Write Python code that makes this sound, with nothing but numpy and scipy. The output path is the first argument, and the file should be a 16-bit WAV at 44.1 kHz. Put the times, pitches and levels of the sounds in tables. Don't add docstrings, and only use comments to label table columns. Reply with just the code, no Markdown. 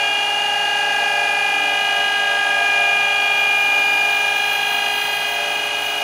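import sys
import numpy as np
from scipy import signal
from scipy.fft import rfft, irfft
from scipy.io import wavfile

SR = 44100
rng = np.random.default_rng(int(sys.argv[2]) if len(sys.argv) > 2 else 0)


def inscribe(sig):
    pcm = np.round(np.clip(np.atleast_2d(sig).T, -1, 1) * 32767)
    wavfile.write(sys.argv[1], SR, pcm.astype(np.int16))


N = 265923

SHAFT_HZ, BALLS = 59.89, 12
# (s, passes per s)
PASS = [(0, 407.82), (2.9, 407.83), (3.3, 407.75), (6.03, 407.75)]
# (tone, dB rms at rest)
LOUD = [("2:-2", -50), ("2:-1", -42.5), ("2:0", -45), ("2:1", -38.5), ("3:0", -49.5), ("4:-2", -54), ("4:-1", -48), ("4:0", -48), ("4:1", -43), ("4:2", -49),
        ("5:-1", -54.5), ("6:-1", -32), ("6:1", -49), ("7:-1", -36.5), ("7:1", -55), ("8:-1", -48.5), ("8:1", -41), ("10:-1", -52.5), ("11:1", -57.5),
        ("12:-1", -51), ("23:-1", -63)]
FADE_DB, FADE_RATE = 4, 0.58
SKIRT_DB, SKIRT_DB_PER_DECADE, SKIRT_HZ = -29.5, 15, 71
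# (multiple of shaft rate, dB rms)
HUM = [(1, -63.5), (2, -59.5), (3, -58.5), (7, -40.5)]
# (Hz, width Hz, dB rms)
PANELS = [(283.3, 6.2, -63.5), (298.5, 6.5, -53.5), (660.4, 6.4, -46.5), (947, 9.3, -57), (9600, 680, -53), (10080, 570, -53), (12950, 320, -62), (14400, 320, -59)]
# (s, dB rms of its 6th and of its 5th harmonic)
DRONE = [(0.0, -35, -37), (0.18, -39, -48), (0.97, -36, -42), (1.02, -27, -33), (1.09, -39, -56), (1.14, -30, -37),
         (1.58, -41, -49), (1.76, -28, -35), (1.85, -40, -54), (2.0, -24.5, -33), (2.1, -37, -49), (2.37, -32, -34),
         (2.4, -43, -53), (2.47, -28, -36), (2.55, -39, -43), (2.62, -25, -37), (2.72, -39, -49), (2.8, -27.5, -42),
         (3.11, -39, -46), (3.26, -33.5, -54), (3.68, -43, -53), (3.74, -37, -40), (3.96, -45, -53), (4.01, -32, -45),
         (4.62, -47, -54), (4.7, -29.5, -42), (4.99, -41, -48), (5.42, -33, -40), (5.76, -38, -50), (6.03, -35, -44)]
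AIR = [(40, -105), (90, -81.5), (200, -73), (400, -68.5), (520, -70.5), (620, -64), (780, -59.5), (1000, -65.5), (1400, -66.5), (2100, -68.5), (2700, -66), (3500, -69), (5300, -78.5), (6300, -74), (8000, -82.5), (9900, -83), (11500, -87), (13000, -89), (15500, -95)]
# (Hz, width Hz, Hz, width Hz), a pair each
RINGS = [(13810, 150, 14180, 340), (14560, 200, 14830, 270), (15340, 220, 15580, 210)]
HISS_LOW_HZ, HISS_HIGH_HZ = 10000, 13600
RUNOUT = [(1, .45, .46), (2, .12, .4), (3, .22, -.1)]
SAME_GRIT = .65
CUTOFF_HZ = 15930
PANEL_SWAY_DB = 3
DRONE_HZ, DRONE_WAVER_RAD, DRONE_WAVER_RATE = 116.46, 0.15, 8.2
DRONE_ORDERS = [6, 5, 4]
SLIP_RAD = .18
WAVY_DB = -2.5
DRONE_FOURTH_DB = -9
# (s, share in step 0-1 for the 2nd family, for the 4th family)
IN_STEP = [(0, 0, 1), (.3, .2, .6), (.45, .9, .3), (.6, .9, .2), (1.5, .7, .2), (2, .2, .4), (2.5, .9, .5), (3.6, .7, .3), (4, .2, .9), (5.1, .1, .9), (5.5, .5, .4), (6.03, .4, .5)]
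WAVY_REACH_HZ = 92.5
HISS_RING_HZ, HISS_RING_WIDTH_HZ, HISS_RING_GAIN = 12200, 200, 0.79
# (peak s, tone, added dB rms at the peak, length s at half height)
SWELLS = [(0, "6:-1", -27, 0.5), (0, "2:-2", -42, 0.48), (0.035, "4:0", -28, 0.25), (0.092, "8:1", -35, .28), (.36, "7:-1", -25.5, 1.48), (.43, "7:1", -32, 1.22),
          (0.453, "2:0", -28, 1.4), (.48, "4:1", -39, 1.8), (.8, "11:1", -46.5, 1.9), (.9, "23:-1", -57, .4), (.91, "2:1", -34.5, 1.2), (0.915, "4:0", -25, 0.85), (1.15, "4:2", -31.5, 1.2),
          (1.44, "2:0", -34, 0.71), (1.47, "6:-1", -25.5, 0.75), (1.54, "4:-1", -35.5, 1.7), (1.6, "6:1", -30, 2.04), (1.6, "2:-2", -43, 0.56), (1.69, "5:-1", -35.5, 2.5),
          (1.95, "7:1", -25.5, 0.69), (2.05, "10:-1", -47, 0.55), (2.23, "8:-1", -36.5, 1.4), (2.253, "2:-1", -30.5, 2.6), (2.35, "4:0", -23, 1.08), (2.55, "4:2", -38, 0.41),
          (2.63, "4:1", -34, 0.64), (2.8, "3:0", -35, 2.83), (2.8, "6:-1", -23, 0.42), (2.99, "7:-1", -34, 1.2), (3.25, "11:1", -48, 0.27), (3.275, "8:1", -33, 0.39),
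          (3.59, "4:-2", -37, 2), (3.716, "6:-1", -19, 1.28), (3.887, "7:1", -29.5, 2.6), (3.92, "12:-1", -46.5, 0.27), (3.982, "2:0", -31.5, 2.3), (4.11, "4:0", -28.5, 3.25), (4.295, "4:2", -39, 0.95),
          (4.58, "8:1", -35.5, .63), (4.6, "4:1", -40, 1.1), (4.69, "2:-1", -36.5, 0.79), (4.73, "10:-1", -39.5, 0.95), (4.78, "7:-1", -33.5, 0.58), (4.9, "2:-2", -44.5, 2.5),
          (4.988, "12:-1", -49, .4), (5.0, "11:1", -57, .8), (5.03, "5:-1", -36.5, 1), (5.09, "4:-1", -50, 2.9), (5.09, "6:1", -28, 2.2), (5.13, "8:-1", -32.5, 1.2), (6.03, "7:1", -29.5, 1)]
# (dB rms one step below, one step above, of the others) for multiples 2, 3, 4 .. of ball pass
WEAK_LEVEL = [(-46, -46, -45.5), (-56, -45.5, -54), (-48, -48, -48), (-50, -49, -54.5), (-48, -48, -53.5), (-47, -47, -48.5), (-48, -48, -53), (-47.5, -48, -67),
              (-51, -50, -68), (-55, -49, -57), (-48, -55, -57.5), (-69, -53.5, -67), (-60, -57, -73.5), (-55, -51.5, -63), (-62, -61, -66), (-64, -68, -67),
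              (-67, -67.5, -69), (-67.5, -70, -75), (-70, -66, -74), (-71, -71, -72), (-64, -67.5, -72), (-66.5, -63, -70), (-52, -69, -66), (-68, -72, -69)]
# (multiple of ball pass, of cage rate, of shaft rate, dB rms)
SHAFT_TONES = [(2, 4, 0, -45), (2, 5, 0, -49), (2, 3, 1, -44), (2, 5, -6, -43), (3, -1, 2, -48), (4, 0, 1, -46), (4, 4, -4, -48),
               (6, -1, -8, -48), (6, -1, -4, -50), (6, -1, -2, -47), (6, -1, 2, -43), (6, 1, 2, -43), (8, -1, 2, -46),
               (9, -2, -2, -54), (9, 1, -2, -52), (10, -3, 2, -51), (16, -1, 1, -56), (17, -1, 1, -56), (23, 4, -8, -58), (24, 2, -8, -59)]
HOP = 8
# (s, broad hiss dB, ringing of the point dB)
CONTACT = [(2.9, -66, -66), (2.94, -56, -64), (3.0, -65, -70), (3.17, -63, -63), (3.23, -63, -59), (3.28, -61, -59), (3.55, -48, -57), (4.0, -52, -54), (4.5, -48, -51), (5.2, -46.5, -51), (5.42, -54, -52), (5.66, -54, -55), (5.7, -64, -69), (5.76, -54, -55), (5.9, -46, -50), (6.03, -55, -53)]
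# (s, turns)
CHUCK = [(2.83, 0), (3.39, 1), (3.95, 2), (4.52, 3), (5.11, 4), (5.66, 5), (6.21, 6)]
# (share of a turn, dB of each ring)
SIDES = [(0.01, 10, 2, -2.5), (.12, 2.5, -.5, -3), (.24, -.5, -.5, -3), (.36, 3, 6, 4), (.44, .5, 2, 1.5), (.5, -.5, -2.5, -5),
         (.64, -2.5, -1.5, -4), (.74, 2.5, 4.5, 3.5), (.8, -.5, 1.5, -2.5), (.89, 3, 3.5, -.5), (.94, .5, 1.5, -1.5)]
BITE_DB, BITE_RATE = 2.2, 14.0
UNHEARD_DB = -66.5
WEAK_SCATTER_DB = 2.5
DRONE_FIFTH_DB = None
DRONE_FLUTTER_DB, DRONE_FLUTTER_RATE = 2, 6.7


def amp(db):
    return 10 ** (np.asarray(db) / 20)


def rms_one(x):
    return x / np.sqrt(np.mean(np.abs(x) ** 2) + 1e-20)


def in_time(rows, before=None):
    s, *columns = np.transpose(rows)
    return [np.interp(np.arange(N) / SR, s, c, left=before) for c in columns]


def drift(rate, hop=1):
    r = np.exp(-128 * np.pi * rate / SR)
    slow = signal.lfilter([1], [1, -2 * r, r * r], rng.standard_normal(N // 64 + 1002))[1000:]
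    return np.interp(np.arange(0, N, hop) / 64, np.arange(len(slow)), rms_one(slow - slow.mean()))


def resonate(x, hz, width_hz):
    r = np.exp(-np.pi * width_hz / SR)
    return signal.lfilter([(1 - r * r) / 2, 0, -(1 - r * r) / 2], [1, -2 * r * np.cos(2 * np.pi * hz / SR), r * r], x)


def bearing():
    t = np.arange(N) / SR
    shaft, passes = SHAFT_HZ * t, np.cumsum(in_time(PASS)[0]) / SR
    cage = shaft - passes / BALLS
    lag = {k: (1 - share[::HOP]) * np.pi / 2 for k, share in zip((2, 4), in_time(IN_STEP))}
    start = {k: rng.uniform(0, 2 * np.pi, size=2) for k in sorted({multiples(tone)[0] for tone, db in LOUD})}
    tones = [(k, c, 0, swelling(tone, db, t[::HOP]),
              start[k] @ [1, c] + lag.get(k, 0) * (abs(c) == 1) + SLIP_RAD * drift(FADE_RATE / 2, HOP))
             for tone, db in LOUD for k, c in [multiples(tone)]]
    tones += [(k, c, s, amp(db + FADE_DB * np.minimum(drift(FADE_RATE, HOP), 1)), rng.uniform(0, 2 * np.pi))
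              for k, c, s, db in weak_tones()]
    families, out = {}, np.zeros(N)
    for k, c, s, height, phase in tones:
        families[k] = families.get(k, 0) + height * np.exp(1j * (2 * np.pi * (c * cage + s * shaft)[::HOP] + phase))
    for k, family in families.items():
        skirt = amp(SKIRT_DB + SKIRT_DB_PER_DECADE * np.log10(k)) * np.std(family)
        uneven = drift(SKIRT_HZ, HOP) + amp(WAVY_DB) * waviness(cage, shaft)
        envelope = np.interp(t, t[::HOP], family + skirt * uneven * np.exp(2j * np.pi * rng.random()))
        out += np.sqrt(2) * np.real(envelope * np.exp(2j * np.pi * k * passes))
    return out


def motor():
    turn = 2 * np.pi * SHAFT_HZ * np.arange(N) / SR
    return sum(np.sqrt(2) * amp(db) * np.sin(round(k) * turn + rng.uniform(0, 2 * np.pi)) for k, db in HUM)


def housing():
    return sum(amp(db) * rms_one(resonate(resonate(rng.standard_normal(N), hz, width_hz), hz, width_hz))
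               * amp(PANEL_SWAY_DB * drift(FADE_RATE)) for hz, width_hz, db in PANELS)


def air():
    hz = np.maximum(np.fft.rfftfreq(N, 1 / SR), 1)
    table = np.array(AIR)
    per_hz = amp(np.interp(np.log(hz), np.log(table[:, 0]), table[:, 1]))
    return irfft(rfft(rng.standard_normal(N)) * per_hz, N) * np.sqrt(SR / 2)


def grinding():
    turns = SHAFT_HZ * np.arange(N) / SR
    around = round(SR / SHAFT_HZ)
    wheel_face = rng.standard_normal(around)[np.round(turns % 1 * around).astype(int) % around]
    share = np.clip(SAME_GRIT, 0, 1)
    grit = np.sqrt(share) * wheel_face + np.sqrt(1 - share) * rng.standard_normal(N)
    grit = grit * (1 + sum(depth * np.cos(2 * np.pi * (k * turns + phase)) for k, depth, phase in RUNOUT))
    hiss_db, point_db = in_time(CONTACT, before=-90)
    side, *sides_db = np.transpose(SIDES)
    ring_db = [point_db + np.interp(in_time(CHUCK)[0], side, db, period=1) for db in sides_db]
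    band = signal.butter(2, [HISS_LOW_HZ, HISS_HIGH_HZ], "band", fs=SR, output="sos")
    ringing = HISS_RING_GAIN * resonate(grit, HISS_RING_HZ, HISS_RING_WIDTH_HZ)
    out = amp(hiss_db + BITE_DB * drift(BITE_RATE)) * rms_one(signal.sosfilt(band, grit) + ringing)
    for db, (hz, width_hz, upper_hz, upper_width_hz) in zip(ring_db, RINGS):
        lower = resonate(resonate(grit, hz, width_hz), hz, width_hz)
        ring = lower - resonate(resonate(grit, upper_hz, upper_width_hz), upper_hz, upper_width_hz)
        out += amp(db + BITE_DB * drift(BITE_RATE)) * rms_one(ring)
    return out


def drone():
    angle = 2 * np.pi * DRONE_HZ * np.arange(N) / SR + DRONE_WAVER_RAD * drift(DRONE_WAVER_RATE)
    sixth_db, fifth_db = in_time(DRONE)
    flutter_db = DRONE_FLUTTER_DB * np.minimum(drift(DRONE_FLUTTER_RATE), 1)
    sixth_db, fifth_db = sixth_db + flutter_db, fifth_db + flutter_db
    levels = sixth_db, fifth_db, fifth_db + DRONE_FOURTH_DB
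    return sum(np.sqrt(2) * amp(db) * np.sin(k * angle + rng.uniform(0, 2 * np.pi)) for k, db in zip(DRONE_ORDERS, levels))


def waviness(cage, shaft):
    sums = np.array([(c, s) for s in range(3) for c in range(-4, 5) if s or c > 0])
    turns = sums @ [cage[::32], shaft[::32]] + rng.random((len(sums), 1))
    hz = sums @ [cage[-1], shaft[-1]] * SR / N
    wave = rng.standard_normal(len(sums)) / (1 + (hz / WAVY_REACH_HZ) ** 2) @ np.cos(2 * np.pi * turns)
    return np.interp(np.arange(0, N, HOP) / 32, np.arange(len(wave)), rms_one(wave))


def weak_tones():
    loud = {multiples(tone) for tone, db in LOUD}
    grid = [(k, c, 0, {-1: below_db, 1: above_db}.get(c, other_db + WEAK_SCATTER_DB * rng.standard_normal()))
            for k, (below_db, above_db, other_db) in enumerate(WEAK_LEVEL, start=2) for c in range(-3, 4)]
    return [row for row in grid if row[:2] not in loud and row[3] > UNHEARD_DB] + SHAFT_TONES


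def swelling(tone, rest_db, t):
    return amp(rest_db) + sum(amp(db) * 2. ** -(2 * (t - s) / length) ** 2 for s, name, db, length in SWELLS if name == tone)


def multiples(tone):
    return tuple(int(part) for part in tone.split(":"))


def scene():
    return (bearing() + motor() + housing() + drone() + air() + grinding())[None]


def record(dry):
    return signal.sosfilt(signal.ellip(12, .5, 70, CUTOFF_HZ - 180, fs=SR, output="sos"), dry)


dry = scene()
out = record(dry)
inscribe(out)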